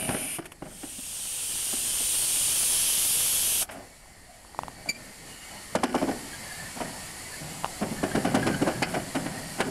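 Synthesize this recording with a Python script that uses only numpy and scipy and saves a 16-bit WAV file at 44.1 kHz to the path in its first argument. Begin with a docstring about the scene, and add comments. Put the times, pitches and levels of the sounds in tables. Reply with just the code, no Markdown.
"""Small steam locomotive in a yard

A thin steam leak stops; a cylinder cock then blows, rising in pitch until it is shut: shaped turbulent noise.
The boiler hisses, with wavering narrow bands, and its fire rumbles, all as filtered noise; a gland sings. Loose
ironwork ticks, squeaks, clinks and clanks; wagons and ground echo the clanks, clinks, squeaks and lever, not
the ticks, chatter or steam. One microphone with a limiter picks it all up."""
import sys
import numpy as np
from scipy import signal
from scipy.fft import rfft, irfft, next_fast_len
from scipy.io import wavfile
from scipy.ndimage import uniform_filter1d, map_coordinates

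SR = 44100
rng = np.random.default_rng(int(sys.argv[2]) if len(sys.argv) > 2 else 0)


def store_wav(level_fs):
    """Save 16-bit WAV to argv[1]."""
    pcm = np.round(np.clip(np.atleast_2d(level_fs), -1, 1) * 32767)
    wavfile.write(sys.argv[1], SR, pcm.T.astype(np.int16))


N = 427769
T = np.arange(N) / SR


def amp(db):
    """Decibel law: level in dB to linear gain."""
    return 10 ** (np.asarray(db) / 20)


def unit(x):
    """Normalisation of the mean power: scales to rms 1."""
    return x / np.sqrt(np.mean(x ** 2) + 1e-20)


def along(points, hz):
    """Logarithmic frequency scale: interpolates (Hz, value) points on it."""
    f, v = np.transpose(points)
    return np.interp(np.log(hz + 1), np.log(f + 1), v)


def curves(rows):
    """Linear interpolation in time: one value per sample for each column after the time."""
    s, *cols = np.transpose(rows)
    return [np.interp(T, s, c) for c in cols]


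def wobble(rate, size=N):
    """Slow random modulation: a smooth curve through `rate` random knots a second."""
    knots = rng.standard_normal(int(size * rate / SR) + 4)
    return map_coordinates(knots, [T[:size] * rate])


def ramp(start, end):
    """Linear growth: rises steadily from 0 to 1 between two times."""
    return np.clip((T - start) / max(end - start, 1e-3), 0, 1)


def release(s, db_per_s):
    """Exponential decay: 1 until time s, then a steady fall in dB."""
    return amp(-db_per_s * np.maximum(T - s, 0))


def swell(t, length):
    """Critically damped pulse: rises to 1 after length seconds, then dies away."""
    u = np.maximum(t, 0) / max(length, 1e-4)
    return u * np.exp(1 - u)


def filtered(x, response):
    """Linear filtering: multiplies the spectrum by a complex response of frequency."""
    m = next_fast_len(len(x) + 4096, True)
    return irfft(rfft(x, m) * response(np.fft.rfftfreq(m, 1 / SR)), m)[:len(x)]


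def colour(points):
    """Spectral envelope: the response through (Hz, dB) points."""
    return lambda f: amp(along(points, f))


def modes(rows):
    """Modal superposition: sums (Hz, width Hz, dB) resonances with steep skirts."""
    def response(f):
        total = 0
        for centre, width, db in rows:
            damping = 1j * f * 2 * width  # doubled, because squaring narrows the peak
            total = total + amp(db) * (damping / (centre * centre - f * f + damping)) ** 2
        return total
    return response


def noise(response, size=N):
    """Coloured noise: shapes white noise by a response, to rms 1."""
    return unit(filtered(rng.standard_normal(size), response))


def breathy(hz, width_hz, size=N):
    """Quadrature modulation: carries a narrow band of noise on a pitch that may glide."""
    phase = 2 * np.pi * np.cumsum(hz * np.ones(size)) / SR
    skirt = lambda f: 1 / (1 + (f / width_hz) ** 2)
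    return noise(skirt, size) * np.cos(phase) + noise(skirt, size) * np.sin(phase)


def eddies(x, depth_db):
    """Turbulent intermittency: lifts and drops patches of the spectrum."""
    z = signal.stft(x, nperseg=1024)[2]
    across_pitch = uniform_filter1d(rng.standard_normal(z.shape), size=4, axis=0)
    field = uniform_filter1d(across_pitch, size=14, axis=1)
    return unit(signal.istft(z * amp(depth_db * unit(field)), nperseg=1024)[1][:N])


def scattered(x, share, count=10):
    """Comb interference: early bounces off ground and boiler ripple the spectrum."""
    delays = rng.integers(SR // 1000, SR // 80, count)
    bounces = sum(rng.choice([-1, 1]) * np.roll(x, d) for d in delays)
    return unit(x + share * bounces)


def tap(t):
    """Damped oscillation: a couple of cycles of ring, as at the first contact of two iron parts."""
    return np.sin(2 * np.pi * 920 * t) * swell(t, 0.00056)


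def ring(hz, t, length):
    """Damped mode: builds up while the parts are in contact, then dies away."""
    return np.sin(2 * np.pi * (hz * t + rng.random())) * swell(t, length) ** 1.1


def add(track, s, x):
    """Linear superposition: mixes x into the track at time s."""
    part = track[max(round(s * SR), 0):][:len(x)]
    part += x[:len(part)]


# Spectrum of the thin leak. Each row: frequency in Hz, level in dB.
LEAK_COLOUR = [(900, -21), (2000, -17), (2400, -5.5), (3000, -9), (3450, -16), (4200, -22), (4800, -17.5),
               (5600, -20), (8000, -18.5), (8900, -3.5), (9900, -3.5), (11600, -9.5), (13700, -25),
               (15500, -47)]
LEAK_DB, LEAK_SHUT_S, LEAK_FALL_DB_PER_S = -34, 0.366, 520
WEEP_DB = -66  # what still escapes until the cock opens
COCK_OPEN_S, COCK_FULL_S = 0.59, 2.71


def leak():
    """Turbulent jet noise: a thin leak that is pinched off and weeps on faintly."""
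    pinched = amp(LEAK_DB) * release(LEAK_SHUT_S, LEAK_FALL_DB_PER_S)
    weep = amp(WEEP_DB) * release(COCK_OPEN_S, 18)
    steam = eddies(noise(colour(LEAK_COLOUR)), depth_db=2.0)
    return (pinched + weep) * scattered(steam, share=0.071)


# Spectra of hiss, fire and low rumble. Each row: frequency in Hz, level in dB.
HISS_COLOUR = [(500, 1.5), (1200, 2.5), (2300, 2), (3000, 3), (3750, -2), (4100, 2), (5100, 1),
               (6100, -0.5), (7400, 4), (8450, 0), (10600, 1), (12000, -3), (14000, -10.5), (15500, -40)]
FIRE_COLOUR = [(20, -8), (70, -4), (115, 0), (170, 0.5), (290, -4), (420, -9), (780, -4), (1050, -15),
               (2000, -18), (5000, -56)]
RUMBLE_COLOUR = [(15, -6.5), (35, -0.5), (60, -4.5), (100, -9.5), (200, -19), (600, -50)]
# Pipe resonances in the hiss. Each row: frequency in Hz, width in Hz, level in dB.
PIPES = [(1000, 30, -6), (4490, 200, 1), (4680, 49, -3), (5500, 70, -7), (7720, 150, -2.5),
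         (9030, 270, 2.5), (10500, 130, 0)]
# Wavering narrow bands in the hiss, as reflections colour it while the microphone moves.
# Each row: centre in Hz, width in Hz, level in dB relative to the bands' common level.
WAVERING_BANDS = [(1855, 100, -1), (2064, 20, -5), (2238, 27, -5.5)]
BAND_WAVER, BAND_SWING_DB = .006, 2  # share of the centre frequency; swing of each band's level
HISS_FLUTTER_DB, HISS_PATCHY_DB = .5, 1.2
# the hiss idles; the built part is added to it as the build goes from 0 to 1
IDLE_DB, BUILT_DB, BUILD_FROM_S, BUILD_TO_S = -59.5, -43, 3.91, 6.33
# the pipe drains in one soft puff behind the closed cock
DRAIN_S, DRAIN_RISE_S, DRAIN_DB = 3.66, 0.13, -57
FIRE_IDLE_DB, FIRE_DRAUGHT_DB = -58, -6  # the fire at rest; its draught relative to the built hiss


def boiler():
    """Flow noise in resonant pipes: hiss, its wavering bands and fire draught build once the cock is shut."""
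    build = ramp(BUILD_FROM_S, BUILD_TO_S) ** 1.23
    puff = amp(DRAIN_DB) * swell(T - DRAIN_S, DRAIN_RISE_S)
    steam = amp(IDLE_DB) + amp(BUILT_DB) * build + puff
    hiss_db = 20 * np.log10(steam) + HISS_FLUTTER_DB * wobble(20)
    pipes = lambda f: amp(along(HISS_COLOUR, f)) + abs(modes(PIPES)(f))
    hiss = amp(hiss_db) * scattered(eddies(noise(pipes), depth_db=HISS_PATCHY_DB), share=0.06)
    bands = np.zeros(N)
    for hz, width, db in WAVERING_BANDS:
        swing = amp(db + BAND_SWING_DB * wobble(6))
        bands += swing * breathy(hz * (1 + BAND_WAVER * wobble(4)), width)
    bands *= amp(0.74 * hiss_db - 22.0)  # grow more slowly than the hiss
    draught = amp(FIRE_IDLE_DB) + amp(FIRE_DRAUGHT_DB + BUILT_DB) * build
    flicker = amp(1.75 * wobble(11))
    fire = draught * flicker * eddies(noise(colour(FIRE_COLOUR)), depth_db=3.0)
    rumble = amp(-56.5) * noise(colour(RUMBLE_COLOUR))
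    return hiss + bands + fire + rumble


# Spells in which the running gear shakes. Each row: start in seconds, hold in seconds,
# chatter level in dB, shudder level in dB, both before the mix of parts.
SHAKES = [(-.03, 0.063, -40.5, -51), (0.07, 0.054, -39.5, -49), (0.61, 0.058, -48.5, -50),
          (4.59, 0.48, -53.5, -60), (5.75, 0.31, -46, -56), (6.794, 0.045, -40.5, -53),
          (7.403, 0.13, -50, -43), (7.8, 0.074, -46, -39), (8.027, 0.97, -42, -40), (8.26, 0.24, -60, -36),
          (9.163, 0.24, -43.5, -41), (9.622, .08, -49, -39)]
# Spectrum of the small parts. Each row: frequency in Hz, level in dB.
CHATTER_COLOUR = [(90, -39), (200, 3.5), (290, 6), (480, -8), (690, -4), (1050, -9), (1600, -5),
                  (2800, -12.5), (5000, -40), (12000, -55)]
# Modes of the shuddering frame. Each row: frequency in Hz, width in Hz, level in dB.
SHUDDER = [(153.7, 43, 3), (264, 17, -3.5)]
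# Modes in which the bodywork rings. Each row: frequency in Hz, width in Hz, level in dB.
BODY = [(184, 41, -1.5), (260, 29, 0), (390, 28, -5), (523, 31, -2), (630, 30, 3.5), (717, 31, -2.5),
        (799, 28, -2.5)]
SHAKE_ATTACK_S, SHAKE_FALL_DB_PER_S = 0.015, 80
CONTACTS_PER_S = 320


def chatter():
    """Random impact excitation: small parts touch and ring the bodywork; the frame shudders and rumbles."""
    loose, heavy = np.zeros(N), np.zeros(N)
    for s, hold, chatter_db, shudder_db in SHAKES:
        spell = ramp(s, s + SHAKE_ATTACK_S) * release(s + hold, SHAKE_FALL_DB_PER_S)
        loose += amp(chatter_db) * spell
        heavy += amp(shudder_db) * spell
    contacts = (rng.random(N) < CONTACTS_PER_S / SR) * rng.standard_normal(N)
    small_parts = amp(-4.0) * unit(filtered(contacts, colour(CHATTER_COLOUR)))
    bodywork = amp(-4.5) * unit(filtered(contacts, modes(BODY)))
    shudder = amp(-0.5) * heavy * noise(modes(SHUDDER))
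    rumble = (amp(-2.5) * loose + amp(-12.0) * heavy) * noise(colour(FIRE_COLOUR))
    return loose * (small_parts + bodywork) + shudder + rumble


RATTLE_PER_S = 1300  # tiny contacts while the faces grind together


def grinding(response, size):
    """Shot noise: a quick shower of tiny contacts, coloured, of rms 1."""
    contacts = (rng.random(size) < RATTLE_PER_S / SR) * rng.standard_normal(size)
    return unit(filtered(contacts, response))


def burst(response, t, length, order=1, source=noise):
    """Pulsed noise: coloured noise under a swell, whose order delays and sharpens the onset."""
    envelope = swell(t, length) ** order
    return unit(envelope * source(response, len(t))) * np.sqrt(np.mean(envelope ** 2))


# Iron clanks. Each row: start in seconds, strength in dB, hardness of the contact in dB,
# shift from frame to plates in dB, basic length in seconds (each part scales it), boom pitch in Hz,
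# boom delay in seconds, plate pitch in Hz.
CLANKS = [ (0.089, -27, 4.5, -3, 0.0038, 284, 0.007, 910), (0.103, -35, 5, 6, 0.006, 240, .002, 650),
          (0.141, -29.5, 5, -3.5, 0.0058, 290, 0.0036, 670),
          (0.384, -30.5, 0, -0.5, 0.005, 303, 0.011, 700), (0.62, -33.5, -3, -2, 0.0048, 279, 0.0021, 770),
          (0.829, -37, 2, -1.5, 0.0069, 282, 0.005, 769), (0.984, -45, -6, -2.5, 0.0062, 250, 0, 700),
          (1.727, -36.5, -1, -2, 0.0062, 258, 0.009, 780), (2.003, -41, -8, -1, 0.0063, 263, 0.0014, 581),
          (3.615, -40.5, 7, 5.5, 0.0088, 270, 0, 702), (3.687, -44, 13.5, 8.5, 0.0084, 270, 0.013, 760),
          (3.717, -42, -2, 3, 0.047, 275, 0.0048, 680), (4.854, -42, -1, 4, 0.016, 298, 0.0017, 695),
          (4.89, -40.5, -10, -7, .006, 220, 0, 700), (5.750, -15, 0.5, 1, 0.0076, 261, 0.0066, 936),
          (5.832, -13.5, 0.5, 1.5, 0.0078, 253, 0.0095, 773),
          (5.943, -16, -9.5, 1, 0.0074, 284, 0.0061, 650), (6.014, -22, -9.5, 0.5, 0.011, 275, 0.005, 550),
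          (6.073, -26.5, -11, 0, 0.017, 270, 0.0018, 790), (6.756, -39.5, -2, 3.5, 0.015, 248, 0, 720),
          (6.802, -29, 1, 3.5, 0.01, 244, .003, 934), (7.811, -26.5, -4, 0, 0.014, 204, 0.0018, 730),
          (7.912, -35, -7, -4, 0.011, 217, 0.00021, 860), (8.027, -23, -2.5, -0.5, 0.011, 292, 0.0018, 638),
          (8.146, -22, 0, 0, 0.011, 260, 0.00059, 617),
          (8.173, -28.5, -4, -5.5, 0.0073, 198, 0.0000052, 710),
          (8.245, -22, 1, 2, 0.011, 270, 0.0012, 695), (8.271, -26.5, -15, -5, 0.0044, 250, 0, 646),
          (8.342, -18, 2, 1.5, 0.012, 250, 0, 762), (8.365, -26.5, -5, -4, 0.0074, 236, 0.0011, 720),
          (8.461, -23, 3.5, -1, 0.011, 332, 0, 610), (8.495, -32, -6, -5, .007, 189, 0, 636),
          (8.613, -22.5, -2.5, -2, 0.0093, 283, 0.0054, 720),
          (8.665, -22.5, -1.5, 2.5, 0.014, 308, 0.0046, 721),
          (8.819, -22, 8.5, 2.5, 0.01, 287, 0.00049, 823), (8.936, -29, 7, 3, 0.011, 182, 0.0048, 783),
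          (8.959, -25.5, -9, 1, 0.0099, 390, 0, 643), (9.146, -25, 3, -0.5, 0.01, 286, 0.017, 704),
          (9.258, -30, 2, 1, .006, 278, 0.0028, 636), (9.578, -33.5, 4, 0.5, 0.017, 262, 0.0095, 780),
          (9.600, -21.5, 8, 1, 0.0095, 352, .004, 650), (9.656, -31.5, -5, -2, 0.017, 249, 0, 714)]
# Modes of plates and of striking faces. Each row: frequency in Hz, width in Hz, level in dB.
PLATES = [(660, 148, 9), (754, 160, 0.5), (1010, 61, -3.5)]
FACES = [(1487, 63, 4), (1677, 45, 2), (2040, 100, -1), (2330, 100, -1), (2925, 195, -3.5),
         (5170, 460, -11.5)]
# Spectra of rattle, crack and thud. Each row: frequency in Hz, level in dB.
RATTLE_COLOUR = [(700, -7), (1400, 7), (2100, 0), (3000, -3.5), (4200, -21), (9000, -72)]
CRACK_COLOUR = [(2000, -23), (3600, -0.5), (5500, -5), (8000, -4), (11000, -5.5), (15500, -50)]
THUD_COLOUR = [(60, -23), (150, -6), (300, -1.5), (420, -3), (600, -12.5), (1200, -55)]
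# parts relative to the strength, before hardness and shift; the crack's holds for a blow of -22.5 dB
BOOM_DB, THUD_DB, PLATE_DB, CLANG_DB = 1, -3.5, -7.5, -5.5
TAP_DB, RATTLE_DB, RING_DB, CRACK_DB = -0.5, -10, -15.5, -15.5
TAP_FULL_S = 0.0072  # slower blows tap more softly
BODY_RING_DB = -17


def clanks():
    """Modal response to impact: slack iron taps, clangs, rattles and cracks; frame and bodywork ring on."""
    track, t = np.zeros(N), np.arange(SR // 4) / SR
    for s, db, hard_db, bright_db, length, boom_hz, boom_delay, plate_hz in CLANKS:
        first_tap = amp(TAP_DB) * min(TAP_FULL_S / length, 1) * tap(t - .0015)
        plate = amp(PLATE_DB) * ring(plate_hz, t, 0.67 * length)
        clang = amp(CLANG_DB) * burst(modes(PLATES), t, 0.89 * length)
        plates = first_tap + plate + clang
        # the faces take a few milliseconds to bite, hence the higher orders
        rattle = amp(RATTLE_DB) * burst(colour(RATTLE_COLOUR), t, 1.25 * length, order=3, source=grinding)
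        face_ring = amp(RING_DB) * burst(modes(FACES), t, 1.15 * length, order=2)
        crack_db = CRACK_DB + 0.59 * (db + 22.5)  # heavy blows crack more
        crack = amp(crack_db) * burst(colour(CRACK_COLOUR), t, length, order=4)
        faces = rattle + face_ring + crack
        boom = amp(BOOM_DB) * ring(boom_hz, t - boom_delay, 0.66 * length)
        thud = amp(THUD_DB) * burst(colour(THUD_COLOUR), t, 1.29 * length, order=2)
        frame = boom + thud
        blow = amp(bright_db) * plates + amp(hard_db) * faces + amp(-bright_db) * frame
        add(track, s, amp(db) * blow)
    return track + amp(BODY_RING_DB) * filtered(track, modes(BODY))


JINGLE_DB, JINGLE_PER_S, JINGLE_FALL_DB_PER_S = -20, 240, 144


def jingle():
    """Decaying random impacts: after each clank, tiny contacts of loose links ring the iron faces."""
    shaking = np.zeros(N)
    for s, db, hard_db, _, length, *_ in CLANKS:
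        after = T > s + length
        shaking += amp(db + hard_db / 2) * after * release(s, JINGLE_FALL_DB_PER_S)
    contacts = (rng.random(N) < JINGLE_PER_S / SR) * rng.standard_normal(N)
    return amp(JINGLE_DB) * shaking * unit(filtered(contacts, modes(FACES)))


# Reverberation of the yard. Each row: frequency in Hz, time to fall by 60 dB in seconds.
YARD = [(150, 0.85), (800, 0.32), (2500, 0.025), (10000, 0.039)]


def yard(x):
    """Diffuse reverberation: wagons and ground scatter a short, dull tail."""
    hz, t, z = signal.stft(rng.standard_normal(SR // 2), SR, nperseg=256)
    decay = amp(-60 * t / along(YARD, hz)[:, None])
    tail = signal.istft(z * decay, SR, nperseg=256)[1]
    delayed = np.pad(x, (int(.018 * SR), 0))
    return signal.fftconvolve(delayed, tail / np.linalg.norm(tail))[:N]


# Breathy whistle of the jet. Each row: time in seconds, centre pitch in Hz.
WHISTLE = [(.65, 8600), (1.5, 8800), (2.0, 9110), (2.4, 9560), (2.7, 10160), (2.9, 10760), (3.3, 11150),
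           (3.6, 11280)]
# Spectra of jet, sputter, spray and spits. Each row: frequency in Hz, level in dB.
JET_COLOUR = [(30, -10.5), (300, -11.5), (1300, -13), (2100, -11.5), (2700, -0.5), (3250, 2), (3900, -4),
              (6000, -0.5), (7900, 0.5), (8700, 6), (9900, 3), (11700, 0.5), (12500, -9), (15500, -27)]
SPUTTER_COLOUR = [(30, 10.5), (120, 4), (400, 2.5), (2300, -2), (4500, -1.5), (10000, -23)]
SPRAY_COLOUR = [(7000, -40), (10500, -5), (11700, -8), (12600, 8), (13400, 7), (15600, 0)]
SPIT_COLOUR = [(1500, 6), (2900, 4), (4000, -8), (7000, -6), (10000, 3.5), (13000, -8), (15000, -27)]
# Spits from the cock. Each row: start in seconds, level in dB, rise time in seconds.
SPITS = [(0.442, -49, 0.004), (0.454, -39, 0.0049), (0.517, -42, 0.0041), (3.706, -42, 0.013)]
COCK_SHUT_S, COCK_FALL_DB_PER_S = 3.628, 946
# levels with the cock wide open, jet and whistle before the ceiling; the pressure then sags
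JET_DB, WHISTLE_DB, SPRAY_DB, SAG_DB_PER_S = -25.5, -30, -38, 1.6
SPRAY_GROWS = 1.2  # fine spray grows as this power of the opening
JET_CEILING = 3.3  # the jet's swings level off at about this many times their rms


def cock():
    """Turbulent jet noise: a widening cock sounds louder, finer and higher, then shuts in hundredths of a second."""
    opening = ramp(COCK_OPEN_S, COCK_FULL_S)
    pitch_hz, = curves(WHISTLE)
    jet = amp(JET_DB) * scattered(eddies(noise(colour(JET_COLOUR)), depth_db=1.4), share=0.056)
    whistle = amp(WHISTLE_DB) * breathy(pitch_hz, width_hz=680)
    rms = np.std(jet + whistle)
    rush = rms * unit(np.tanh((jet + whistle) / (JET_CEILING * rms)))
    # slugs of condensed water, 330 a second, make the jet sputter
    slugs = (rng.random(N) < 330 / SR) * rng.uniform(-1, 1, N)
    sputter = amp(JET_DB - 17.0) * unit(filtered(slugs, colour(SPUTTER_COLOUR)))
    spray = amp(SPRAY_DB + 1.5 * wobble(4.6)) * noise(colour(SPRAY_COLOUR))
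    flow = opening * (rush + sputter) + opening ** SPRAY_GROWS * spray
    pressure = release(COCK_FULL_S, SAG_DB_PER_S) * release(COCK_SHUT_S, COCK_FALL_DB_PER_S)
    spits = sum(amp(db) * swell(T - s, length) for s, db, length in SPITS)
    return flow * pressure + spits * noise(colour(SPIT_COLOUR))


# Light dry ticks, and the high ring of one steam spit (the first row).
# Each row: start in seconds, level in dB, level of the high ring relative to it in dB.
TICKS_AND_SPIT_RING = [(0.52, -47, 11), (4.059, -42, -25), (4.449, -37.5, -28), (4.547, -30.5, -25),
                       (4.590, -13, -35), (4.634, -21, -14), (4.682, -23, -25), (7.636, -27, -25),
                       (7.645, -12, -11.5), (7.655, -25, -18), (7.660, -23, -14)]
HIGH_RING_HZ, HIGH_RING_RISE_S = 2800, 0.00057


def ticks_and_spit_ring():
    """Damped oscillation without echo: light, dry ticks and one spit's ring, each a tap, click and high ring."""
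    track, t = np.zeros(N), np.arange(SR // 30) / SR
    dull = lambda f: 1 / (1 + (f / 6000) ** 2)
    for s, db, ring_db in TICKS_AND_SPIT_RING:
        click = amp(-18.0) * amp(-60 * t / 0.016) * noise(dull, len(t))
        high_ring = amp(ring_db) * np.sin(2 * np.pi * HIGH_RING_HZ * t) * swell(t, HIGH_RING_RISE_S)
        add(track, s, amp(db) * (tap(t) + click + high_ring))
    return track


# Squeaks and short clinks of iron (the clinks at 8.389, 8.425 and 8.539 s). Each row: start in seconds,
# level in dB, pitch in Hz, time before the fall in seconds, fall per overtone in dB.
SQUEAKS_AND_CLINKS = [(4.887, -18.5, 2322, 0.013, 4.5), (4.942, -43.5, 2370, .022, 6),
                      (6.327, -42.5, 1634, 0.018, 10), (8.109, -35, 1610, 0.008, 11),
                      (8.389, -42, 2800, .007, 19), (8.425, -25, 1645, 0.0043, 19),
                      (8.539, -27, 1503, 0.0041, 8)]
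ATTACK_S, TONE_FALL_DB_PER_S, SCRAPE_DB = 0.0066, 955, -20


def squeaks_and_clinks():
    """Harmonic synthesis with random modulation: iron sounds an unsteady pitch with overtones, then rings out."""
    track, t = np.zeros(N), np.arange(SR // 10) / SR
    unsteady = lambda hz: noise(lambda f: 1 / (1 + (f / hz) ** 4), len(t))
    for s, db, hz, length, fall_db in SQUEAKS_AND_CLINKS:
        phase = 2 * np.pi * np.cumsum(hz + 26 * unsteady(450)) / SR
        tone = np.zeros(len(t))
        for k in range(5):
            level = amp(-fall_db * k + 2.6 * unsteady(400))
            tone += level * np.sin((k + 1) * phase + .27 * k * unsteady(450))
        scrape = amp(SCRAPE_DB) * noise(lambda f: 1 / (1 + (f / (3 * hz)) ** 2), len(t))
        fall = amp(-TONE_FALL_DB_PER_S * np.maximum(t - length, 0))
        envelope = np.minimum(t / ATTACK_S, 1) * fall
        add(track, s, amp(db) * envelope * (unit(tone) + envelope * scrape))
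    return track


# Faint, broken notes of a gland. Each row: start in seconds, length in seconds, pitch in Hz, level in dB.
SINGING = [(5.24, 0.45, 2900, -54), (6.42, 0.31, 1745, -47.5), (7.12, 0.32, 2020, -55),
           (7.27, 0.22, 1790, -54), (7.9, 0.413, 1800, -50), (8.359, 0.47, 1622, -45.5),
           (9.28, 0.28, 1860, -51)]
SING_RISE_HZ, SING_WIDTH_HZ, SING_FLICKER_DB = 99.7, 45, 4


def singing():
    """Narrow-band flow noise: a leaking gland sings in faint, breathy notes that drift upward."""
    track = np.zeros(N)
    for s, length, hz, db in SINGING:
        size = int(length * SR)
        drift_hz = SING_RISE_HZ * np.linspace(-.5, .5, size)
        pitch = hz * (1 + .01 * wobble(25, size)) + drift_hz
        level = amp(db + SING_FLICKER_DB * wobble(29.8, size)) * signal.windows.tukey(size)
        add(track, s, level * breathy(pitch, width_hz=SING_WIDTH_HZ, size=size))
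    return track


# Modes of a steel lever. Each row: frequency in Hz, width in Hz, level in dB.
LEVER = [(1640, 70, -2), (2090, 130, 0), (2490, 120, 0), (4570, 210, -8), (5150, 120, -6.5)]
LEVER_S, LEVER_DB, LEVER_LENGTH_S = 8.825, -22.5, 0.0068


def lever():
    """Modal resonance: a steel lever hits its stop, and a burst of noise rings its bright modes."""
    return amp(LEVER_DB) * swell(T - LEVER_S, LEVER_LENGTH_S) * noise(modes(LEVER))


def scene():
    """Superposition: all sources meet at one microphone, given to two equal channels."""
    iron = clanks() + jingle() + lever() + squeaks_and_clinks()
    steam = leak() + cock() + boiler() + singing()
    mono = steam + chatter() + ticks_and_spit_ring() + iron + amp(-19.0) * yard(iron)
    return np.array([mono, mono])


# What the limiter listens to. Each row: frequency in Hz, emphasis in dB.
LIMITER_EMPHASIS = [(800, -0.5), (2500, -0.5), (5000, 9), (9000, 3.5)]
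LIMIT_DB, RECOVERY_DB_PER_S = -11.5, 66
TOP_HZ = 15720  # band limit


def record(dry):
    """Peak limiting: ducks on peaks, bright ones most, recovers steadily; then cuts all above the band limit."""
    sensed = filtered(dry[0], colour(LIMITER_EMPHASIS))
    over_db = np.maximum(20 * np.log10(abs(sensed) + 1e-9) - LIMIT_DB, 0)
    recovery_db = RECOVERY_DB_PER_S * T
    # the running maximum holds each peak while the recovery line wears it down
    duck_db = np.maximum.accumulate(over_db + recovery_db) - recovery_db
    gain = amp(-uniform_filter1d(duck_db, size=24))
    return np.array([filtered(side * gain, lambda f: f < TOP_HZ) for side in dry])


dry = scene()
out = record(dry)
store_wav(out)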